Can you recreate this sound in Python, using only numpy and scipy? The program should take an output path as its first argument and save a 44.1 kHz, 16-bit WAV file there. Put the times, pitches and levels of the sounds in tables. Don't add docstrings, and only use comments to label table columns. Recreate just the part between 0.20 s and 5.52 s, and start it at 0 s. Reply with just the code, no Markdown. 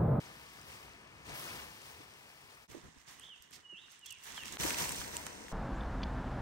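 import sys
import numpy as np
from scipy import signal
from scipy.fft import rfft, irfft, next_fast_len
from scipy.io import wavfile
from scipy.ndimage import uniform_filter1d

SR = 44100
rng = np.random.default_rng(int(sys.argv[2]) if len(sys.argv) > 2 else 0)


def file_out(sig):
    cols = np.atleast_2d(sig).T
    lim = np.clip(cols, -1, 1)
    pcm = np.round(lim * 32767).astype(np.int16)
    wavfile.write(sys.argv[1], SR, pcm)


def invert_db(level):
    return 10 ** (np.asarray(level, dtype=float) / 20)


N = 234826
TIME = np.arange(N) / SR

# t/s, fade out/s, fade in/s
SPLICES = [
    (2.476, 0.043, 0.04),
    (4.378, 0.01, 0.03),
]
SHOT = np.searchsorted([splice[0] for splice in SPLICES], TIME)

# t/s, f/Hz, level/dB
WHISTLES = [
    [(3.08, 3480, -59), (3.1, 3215, -54.5), (3.14, 2780, -55), (3.15, 2660, -62), (3.16, 2490, -76)],
    [(3.43, 3050, -72), (3.458, 2915, -53.5), (3.478, 2920, -59), (3.489, 2940, -64), (3.5, 2935, -50.5),
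     (3.53, 2868, -52.5), (3.546, 2774, -55), (3.555, 2620, -56)],
    [(3.81, 3040, -68), (3.838, 2850, -56), (3.86, 2690, -62)],
    [(4.148, 3640, -66), (4.162, 3470, -57), (4.174, 3305, -54), (4.196, 2940, -52.5), (4.226, 2715, -52),
     (4.24, 2570, -58)],
]
# t/s, f/Hz, level/dB
BURRS = [
    [(2.985, 2677, -72), (3.015, 2970, -61), (3.045, 3214, -56.5), (3.066, 3380, -61), (3.082, 3360, -62)],
    [(3.555, 2633, -56), (3.572, 2890, -56), (3.595, 3470, -61), (3.625, 3700, -60), (3.66, 3540, -64)],
    [(3.858, 3200, -52.5), (3.872, 3410, -58), (3.888, 3320, -57), (3.902, 2900, -54), (3.925, 2750, -55),
     (3.95, 2470, -67), (3.99, 2100, -69)],
]
WOOD_T60_S, WOOD_DB, BIRD_PAN_DB = 0.69, -4, -5.5

# t/s, peak level/dB, f/Hz, left minus right/dB
THUDS = [(0.48, -62, 57, 0), (0.69, -61, 65, -1), (1.095, -56, 150, 2), (1.127, -45, 127, 0),
         (1.701, -58, 136, 1), (1.801, -45, 297, 1), (2.239, -58.5, 95, 4), (2.497, -48, 350, -9),
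         (2.515, -53, 340, -8), (2.546, -36, 334, -11), (2.566, -39, 283, -5), (2.579, -50.5, 336, -22),
         (2.636, -50, 84.5, -4), (2.648, -51, 110, 0), (2.761, -51.5, 262, 2), (2.77, -59, 60, -4),
         (2.877, -57, 152, -2.5), (3.2, -65, 65.5, -6), (3.525, -51, 342, -11), (3.535, -54, 188, -6),
         (3.865, -63, 83, -3), (3.91, -57, 119, -3), (3.976, -63, 105, -5), (4.258, -44.5, 223, 1),
         (4.398, -32.5, 159, 3), (4.43, -38, 183, 7), (4.447, -25, 315, 6.5), (4.51, -34.5, 278, 0),
         (4.616, -36.5, 157, 9), (4.625, -36.5, 400, 5), (4.672, -47, 200, 3), (4.706, -37.5, 161, 3.5),
         (4.727, -38, 171, 3), (4.79, -44, 62.3, 2)]
THUD_T60_S, THUD_CYCLES = 0.017, 6.4

# t/s, peak level/dB, centre f/Hz, left minus right/dB
SNAPS = [(1.0953, -38.5, 5000, 0), (1.618, -45, 4750, 3), (1.938, -46.5, 4760, 5), (2.997, -40, 8800, -6),
         (3.0674, -54, 6170, -4), (3.7174, -52, 6500, -2), (3.793, -49, 8600, 4), (4.036, -46, 6120, 1),
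         (4.234, -40, 8200, -3), (4.2568, -35, 6330, 4), (4.324, -34.5, 6890, 2), (4.3695, -45, 5000, -5),
         (4.4354, -28, 7100, -6), (4.5054, -27.5, 6300, -7), (4.5446, -31.5, 6030, 4),
         (4.5853, -33, 5900, -3), (4.6212, -28.5, 5900, -8), (4.693, -25, 8000, -8),
         (4.7205, -26, 8240, -4), (4.761, -29, 7800, 2), (4.7794, -43, 6300, 2), (4.9677, -24, 7500, -5),
         (5.066, -35, 7440, -13)]
SNAP_WIDTH_HZ, SNAP_MS = 4400, 1.15
# t/s, peak level/dB, centre f/Hz, left minus right/dB
KNOCKS = [(0.681, -49.5, 890, 4), (1.811, -53, 840, 1), (2.516, -53, 1950, -6), (2.549, -51, 700, -8),
          (2.567, -57, 650, -8), (4.436, -30, 2100, 1), (4.585, -33, 1500, 9), (4.594, -36, 2100, 9),
          (4.641, -35, 2100, 3), (4.655, -34, 2200, 3), (4.692, -33.5, 2200, 6), (4.721, -40, 1800, 5),
          (4.845, -40, 1900, 3), (3.683, -50.5, 1580, 3), (2.998, -55, 1390, -5), (3.042, -53, 800, -4),
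          (3.086, -56, 900, -4), (4.178, -33.5, 1260, 3), (4.235, -37, 2020, 8), (4.256, -41.5, 1930, 0),
          (4.287, -43, 1600, 9), (4.37, -32, 1200, 2), (4.37, -33, 3000, 2), (4.506, -27.5, 1940, 5),
          (4.5445, -29.5, 2470, 1), (4.7077, -33, 1090, 3), (4.815, -36, 1300, 4), (4.859, -41, 1070, 1),
          (4.967, -35, 2730, -3), (4.984, -43, 880, 5), (5.036, -41.5, 832, 4), (5.067, -33.5, 1330, 3),
          (5.067, -39, 2820, -6), (5.283, -38.5, 1900, 6), (5.317, -35, 796, 2.5)]
KNOCK_WIDTH_HZ, KNOCK_MS = 1470, 1.73
# t/s, peak level/dB, centre f/Hz, length/ms
SLIPS = [(2.877, -62, 4000, 20), (3.222, -49, 8600, 4.3), (3.309, -54, 9000, 1.7), (3.324, -45, 4500, 29),
         (3.35, -48.5, 5000, 21), (3.716, -53, 7960, 12), (3.858, -41, 7000, 9.8), (3.905, -40, 7100, 7.5),
         (3.923, -40, 8600, 4.9), (4.033, -49, 8800, 20)]
SLIP_WIDTH_HZ, SLIP_PAN_DB = 7500, -6.5
# t/s, peak level/dB, centre f/Hz, left minus right/dB
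PRICKS = [(0.0408, -42, 4430, 4.5), (0.414, -39, 6450, 4.0), (0.4314, -46, 5620, 4.0),
          (0.6804, -48, 3780, 3.0), (0.7352, -43, 4450, 6.0), (0.8036, -52, 5550, 3),
          (0.8355, -51, 4790, 5.5), (0.8744, -47, 4510, 5.0), (1.0321, -49, 5160, 5.5),
          (1.0585, -47, 5390, 4.5), (1.1704, -50, 5240, 3.0), (1.4014, -35, 3680, 3.5),
          (1.4514, -49, 4640, 3.5), (1.6671, -42, 4710, 4.0), (2.4942, -55, 5830, -7.0),
          (2.5184, -57, 6580, -7.0), (2.8843, -46, 7320, -6.5), (4.3231, -36, 6890, -6.5),
          (4.4004, -31, 5340, -5.5), (4.4504, -25, 7180, -5.5), (4.4784, -33, 6470, -7.0),
          (4.4924, -24, 6900, -7.0), (4.5104, -35, 5540, -7.5), (4.5364, -37, 6230, -7.5),
          (4.5441, -30, 6070, -4.5), (4.5964, -34, 6320, -7.5), (4.6084, -26, 5820, -7.0),
          (4.6254, -33, 6060, -8.5), (4.6404, -40, 6230, -5.0), (4.6544, -34, 8300, -3.5),
          (4.6743, -27, 6110, -5.0), (4.7084, -28, 6040, -4.0), (4.7314, -32, 6050, -4.0),
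          (4.7654, -27, 5600, -6.0), (4.815, -41, 6270, -4.5), (4.8444, -35, 6000, -4.5)]
PRICK_WIDTH_HZ, PRICK_MS, PRICK_DB = 3700, 1, -5.5
SPIKE = 4.5

# t/s, effort level/dB, slack/dB
HANDS = [
    [(0.01, -63, 3.5), (0.34, -64.5, -0.5), (0.7, -68, 3.5), (0.87, -71, 7), (1.04, -69, 5), (1.5, -62, -1),
     (1.9, -66.5, 0), (2.44, -69.5, -2.5)],
    [(2.52, -63, 4.5), (2.7, -73, 4), (3.28, -91, 6), (3.82, -76, -1), (3.96, -70, -7), (4.07, -54, -6),
     (4.36, -65.5, 14)],
    [(4.41, -46, 1), (5.02, -59.5, 2), (5.31, -68.5, 5.5)],
]
# t/s, hold/s, strength level/dB, slack/dB
TUGS = [(0.2, 0.026, -72, -4), (0.482, 0.079, -62, -1.5), (0.61, 0.04, -68, -0.5), (1.06, .02, -63, 3),
        (1.092, 0.044, -59.5, 7), (1.15, 0.072, -54, -4), (1.255, .11, -55, 0.5), (1.398, 0.037, -62, 0),
        (1.645, 0.065, -64.5, -3), (1.796, .03, -70.5, 9), (2.3, 0.036, -70.5, 1), (2.64, 0.018, -73, 9),
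        (2.764, 0.054, -72, -1.5), (2.885, 0.053, -61, -2), (2.963, 0.091, -68.5, 0.5),
        (3.164, 0.026, -68, -19), (3.228, 0.014, -66.5, -3), (3.326, 0.045, -65, 0.5),
        (3.595, 0.1, -73.5, -1), (3.708, 0.036, -63.5, -11), (3.859, 0.026, -63, -6),
        (4.157, 0.023, -54.5, -7.5), (4.256, 0.025, -53, -4), (4.325, 0.012, -53, 0),
        (4.405, 0.038, -46.5, -2.5), (4.467, 0.027, -45, -1.5), (4.587, 0.036, -42, -3.5),
        (4.702, 0.12, -53, -4.5), (4.937, 0.03, -53, -1.5), (5.058, 0.012, -59.5, 2.5),
        (5.287, 0.024, -65, -5)]
TUG_ATTACK_S, TUG_RELEASE_S, TUG_EASE = 0.011, 0.035, 0.34

# rate/(1/s), size spread/dB, level against sliding/dB, flutter/dB
CREASES = [
    (950, 1, -6, 0.5),
    (594, 6.5, -5, -1.5),
    (1200, 5.5, -5.5, 0.5),
]
PUCKER_RATE, PUCKER_DB = 40, -21
# f/Hz, level/dB per Hz
COLOURS = [
    [(30, -21), (61, 1), (297, -5.5), (1730, -8.5), (2750, -2), (3610, -8), (7000, -15), (8400, -13.5)],
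    [(30, -17), (60, -2), (130, -7), (298, -4), (1630, -2), (2730, -4), (4570, -14), (8250, -14)],
    [(30, -16), (60, 6.5), (130, 0), (604, 3.5), (2680, 0), (4920, -11), (5700, -8), (8400, -8)],
]
# f/Hz, width/Hz, level/dB
RINGS = [
    [(142, 16, 4), (1000, 320, 1.5), (1750, 58, 5), (3000, 1600, -1.5)],
    [(145, 61, 5), (544, 150, -2.5), (1040, 440, 6.5), (1900, 750, 9.5)],
    [(162, 24, 3), (973, 135, 7), (1190, 230, -1.5), (1940, 1000, 5.5)],
]
# f/Hz, level/dB per Hz
SIZZLE = [(9100, -9.5), (10300, 2.5), (11500, -3.5), (12600, -12), (13600, -9.5), (15600, -9.5)]
# f/Hz, left minus right/dB, likeness/(0-1), right phase/rad
PORTS = [
    [(60.6, 1.5, 0.99, .5), (292, 2.5, 0.88, 0.56), (580, 1.5, 0.8, -1.67), (990, 7.5, 0.6, -1.5),
     (2826, 1.5, 0.94, -2.5), (3300, 2.5, 0.29, -2.5), (5600, 9, 0.4, -7), (8600, -3, 0.13, -1.5)],
    [(60, -4, 0.92, -1.1), (298, -2, 0.33, 0.37), (570, 3.5, 0.3, -2), (1630, -3.5, 0.12, 0.94),
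     (4500, -4, 0, -1.8), (6130, -14.5, 0.35, -1.3), (7000, -7.5, 0, -1.3), (8100, -2.5, 0.7, -1.5)],
    [(110, 2, 0.84, -0.7), (291, 2, 0.7, -0.7), (604, 7, 0.67, -2), (1780, 3.5, 0.04, -1.5),
     (3670, -2.5, 0.67, -3), (5900, -14.5, .26, 2.5), (7000, -4.5, 0.1, -8.5), (8700, 1, 0.75, -5.5)],
]

SPLIT_HZ = (450, 2900, 9200)
BAND_LAW = [
    [(1.2, -0.0254), (0.51, -0.1), (0.08, -0.03), (-0.7, 0.11)],
    [(1.98, 0.09), (0.5, -0.0842), (0.14, 0), (0.5, 0.28)],
    [(1.3, -0.14), (1.23, -0.0347), (0.26, -0.0454), (0, 0.03)],
]
# flap/dB, sheet/dB, crinkle/dB, sizzle/dB
BAND_DB = [(-1, 2.5, 0.96, -4), (-5, -2, 1.26, -9.5), (-3.5, -0.5, 2.24, -4)]
# flap level/dB, sheet level/dB, crinkle level/dB, sizzle level/dB
HUSH_DB = [(-80, -71, -78.5, -103), (-78, -72, -75, -93), (-58.5, -64, -62.5, -84)]

HISS_DB = -100
SIZZLE_TURN_HZ, SIZZLE_START_HZ = 1750, 8650
APART_DB = (-18, -21, -22)
# f/Hz, level/dB
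TOP = [(9200, 0), (15750, 4), (15950, -26), (16600, -47)]


def unit(x):
    return x / np.sqrt(np.mean(np.mean(np.atleast_2d(x), axis=0) ** 2))


def walk(rate):
    k = int(SR / rate)
    steps = np.repeat(rng.standard_normal(N // k + 1), k)
    return 1.3 * uniform_filter1d(uniform_filter1d(steps, k), k)[:N]


def band(x, centre_hz, width_hz):
    return signal.lfilter(*signal.iirpeak(centre_hz, max(centre_hz / width_hz, 0.5), fs=SR), x)


def sides(pan_db):
    return invert_db(np.array([[pan_db], [-pan_db]]) / 2)


def note(rows, rate_hz, swing_hz, throb):
    s, hz, db = np.transpose(rows)
    wobble = np.sin(2 * np.pi * np.cumsum(rate_hz * (1 + 0.22 * walk(60))) / SR)
    pitch = np.interp(TIME, s, hz) + swing_hz * (wobble + 0.246 * walk(500)) + 12 * walk(120)
    edge = np.clip(np.minimum(TIME - s[0], s[-1] - TIME) / 0.006 + 0.5, 0, 1)
    level = invert_db(np.interp(TIME, s, db) + 2.2 * walk(90)) * edge * (1 + throb * wobble)
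    return np.sqrt(2) * level * np.sin(2 * np.pi * np.cumsum(pitch) / SR)


def bird():
    song = sum(note(rows, 0, 0, 0) for rows in WHISTLES)
    for rows, rate_hz, swing_hz in zip(BURRS, (66, 150, 140), (270, 190, 110)):
        song = song + note(rows, rate_hz, swing_hz, 0.25)
    t = np.arange(SR) / SR
    fade = np.exp(-np.log(1000) * t / WOOD_T60_S) * (1 - np.exp(-(t / 0.0094) ** 2))
    trunks = rng.standard_normal((2, SR)) * fade
    trunks = trunks / np.sqrt(np.sum(trunks[0] ** 2))
    tail = signal.fftconvolve(song[None], trunks, axes=1)[:, :N]
    return (song + invert_db(WOOD_DB) * tail) * sides(BIRD_PAN_DB)


def thuds():
    size = 8192
    out, t = np.zeros((2, N + size)), np.arange(size) / SR
    port_lag = np.array([[0], [1.5]])
    for s, peak_db, hz, pan_db in THUDS:
        t60 = THUD_T60_S + THUD_CYCLES / hz
        shape = (1 - np.exp(-t / 0.0028)) * np.exp(-np.log(1000) * t / t60) * sides(pan_db)
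        cycles = hz * (t + 0.11 * 0.0083 * (1 - np.exp(-t / 0.0012)))
        i = int(s * SR)
        for ratio, mode_db in ((1, 0.5), (1.37, -7), (1.85, -13.5)):
            wave = np.sin(2 * np.pi * ratio * cycles - port_lag)
            out[:, i:i + size] += invert_db(peak_db + mode_db + 2.5) * shape * wave
    return out[:, :N]


def snaps():
    events = [(*row[:3], SNAP_WIDTH_HZ, SNAP_MS, row[3], 1) for row in SNAPS]
    events += [(*row[:3], KNOCK_WIDTH_HZ, KNOCK_MS, row[3], 1) for row in KNOCKS]
    events += [(*row[:3], SLIP_WIDTH_HZ, row[3], SLIP_PAN_DB, 4) for row in SLIPS]
    events += [(s, db + PRICK_DB, hz, PRICK_WIDTH_HZ, PRICK_MS, pan_db, 1) for s, db, hz, pan_db in PRICKS]
    size = 2048
    out, t = np.zeros((2, N + size)), np.arange(size) / SR
    for s, peak_db, hz, width_hz, ms, pan_db, order in events:
        noise = rng.standard_normal((3, size))
        rise = np.minimum(t / (ms / 4000), 1) if order > 1 else 1
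        decay = np.exp(-(t / (ms / 1000)) ** order)
        crack = (noise[0] + 0.79 * noise[1:] + SPIKE * (t == 0)) * rise * decay
        ring = band(band(crack, hz, width_hz), hz, 0.81 * width_hz)
        ring = ring / np.abs(ring.mean(axis=0)).max()
        i = int(s * SR)
        out[:, i:i + size] += ring * invert_db(peak_db) * sides(pan_db)
    return out[:, :N]


def hands():
    curves = [np.transpose(rows) for rows in HANDS]
    effort_db = np.choose(SHOT, [np.interp(TIME, s, effort) for s, effort, _ in curves])
    slack_db = np.choose(SHOT, [np.interp(TIME, s, slack) for s, _, slack in curves])
    power = invert_db(2 * effort_db)
    slack = power * slack_db
    for s, hold_s, db, loose_db in TUGS:
        attack_s, release_s = TUG_ATTACK_S + TUG_EASE * hold_s, TUG_RELEASE_S + TUG_EASE * hold_s
        rise = np.clip((TIME - s) / attack_s + 1, 0, 1)
        fall = np.exp(-np.maximum(TIME - s - hold_s, 0) / release_s)
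        tug = invert_db(2 * db) * (rise * fall) ** 2
        power = power + tug
        slack = slack + tug * loose_db
    return 10 * np.log10(power), slack / power


def puckers(n):
    out = np.zeros((2, n))
    for hz in 400 * 2 ** np.arange(0, 4.4, 0.4):
        sizes = invert_db(2.5 * np.minimum(rng.exponential(size=n), 2.5))
        pops = (rng.random(n) < PUCKER_RATE / SR) * sizes
        push = uniform_filter1d(pops, int(8 * SR / hz)) * rng.standard_normal((2, n))
        out = out + unit(band(band(push, hz, hz / 4.0), hz, hz / 4.3)) * np.sqrt(hz / 2000)
    return out


def rustle(n, rate, spread_db, share_db):
    sizes = invert_db(spread_db * np.minimum(rng.exponential(size=n), 3))
    pops = (rng.random(n) < rate / SR) * sizes
    burst = signal.lfilter([1], [1, -np.exp(-1 / (0.00087 * SR))], pops)
    crackle = invert_db(share_db) * unit(burst) * rng.standard_normal((2, n))
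    sliding = rng.standard_normal((2, n))
    return sliding + crackle + invert_db(PUCKER_DB + share_db) * puckers(n)


def ports(pair, colour, table, rings):
    hz = np.arange(pair.shape[1] // 2 + 1) * SR / pair.shape[1] + 1
    colour_hz, colour_db = np.transpose(colour)
    db = np.interp(np.log(hz), np.log(colour_hz), colour_db) + np.interp(hz, *np.transpose(SIZZLE))
    for centre_hz, width_hz, ring_db in rings:
        db = db + ring_db / (1 + (2 * (hz - centre_hz) / width_hz) ** 2)
    port_hz, *columns = np.transpose(table)
    pan_db, like, phase = (np.interp(np.log(hz), np.log(port_hz), column) for column in columns)
    like = np.clip(like, 0, 1)
    a, b = rfft(pair)
    right = like * np.exp(1j * phase) * a + np.sqrt(1 - like ** 2) * b
    return hz, invert_db(db) * np.array([a * invert_db(pan_db / 2), right * invert_db(-pan_db / 2)])


def cloth():
    out = np.zeros((2, N))
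    effort_db, slack_db = hands()
    cuts = [0] + [int(splice[0] * SR) for splice in SPLICES] + [N]
    for k, (rate, spread_db, share_db, flutter_db) in enumerate(CREASES):
        span = slice(cuts[k], cuts[k + 1])
        n = next_fast_len(cuts[k + 1] - cuts[k])
        work_db = effort_db[span]
        hz, broad = ports(rustle(n, rate, spread_db, share_db), COLOURS[k], PORTS[k], RINGS[k])
        _, tight = ports(rustle(n, rate, spread_db, share_db), COLOURS[k], PORTS[k], RINGS[k])
        below = [0] + [1 / (1 + (hz / f) ** order) for f, order in zip(SPLIT_HZ, (4, 6, 40))] + [1]
        flutter = walk(16)[span]
        for j, (by_slack, by_effort) in enumerate(BAND_LAW[k]):
            folds = broad if j < 2 else tight
            part = unit(irfft(folds * (below[j + 1] - below[j]), n))[:, :len(work_db)]
            db = work_db + by_slack * slack_db[span] + by_effort * (work_db - work_db.mean())
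            shake_db = flutter_db * (0.25 * flutter + 0.93 * walk(24.88)[span])
            moved = invert_db(db + BAND_DB[k][j] + shake_db)
            out[:, span] += part * np.hypot(moved, invert_db(HUSH_DB[k][j]))
    return out


def scene():
    gain = np.ones(N)
    for s, out_s, in_s in SPLICES:
        gain = gain * np.clip(np.maximum((s - TIME) / out_s, (TIME - s) / in_s), 0, 1)
    return (bird() + thuds() + snaps() + cloth()) * gain


def roll_off(x):
    return signal.sosfilt(signal.butter(12, 16510, fs=SR, output="sos"), x)


def record(dry):
    n = next_fast_len(N + 4096)
    left, right = rfft(dry + invert_db(HISS_DB) * rng.standard_normal(dry.shape), n)
    hz = np.arange(len(left)) * SR / n
    turn = (hz - SIZZLE_START_HZ) / SIZZLE_TURN_HZ
    phase = -np.pi * (np.round(turn) + 4 * (turn - np.round(turn)) ** 3)
    shared = (left + right) / np.sqrt(2)
    top = hz > SPLIT_HZ[2]
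    cut = invert_db(np.interp(hz, *np.transpose(TOP)))
    both = np.array([np.where(top, shared, left), np.where(top, shared * np.exp(1j * phase), right)])
    apart = irfft(top * (left - right) * cut * (SPLIT_HZ[2] / (hz + 1)) ** -0.6, n)[:N]
    apart = apart * invert_db(np.array(APART_DB)[SHOT] + 4 * walk(30))
    wet = irfft(both * cut, n)[:, :N] + apart * np.array([[0], [1]])
    return roll_off(wet)


dry = scene()
out = record(dry)
file_out(out)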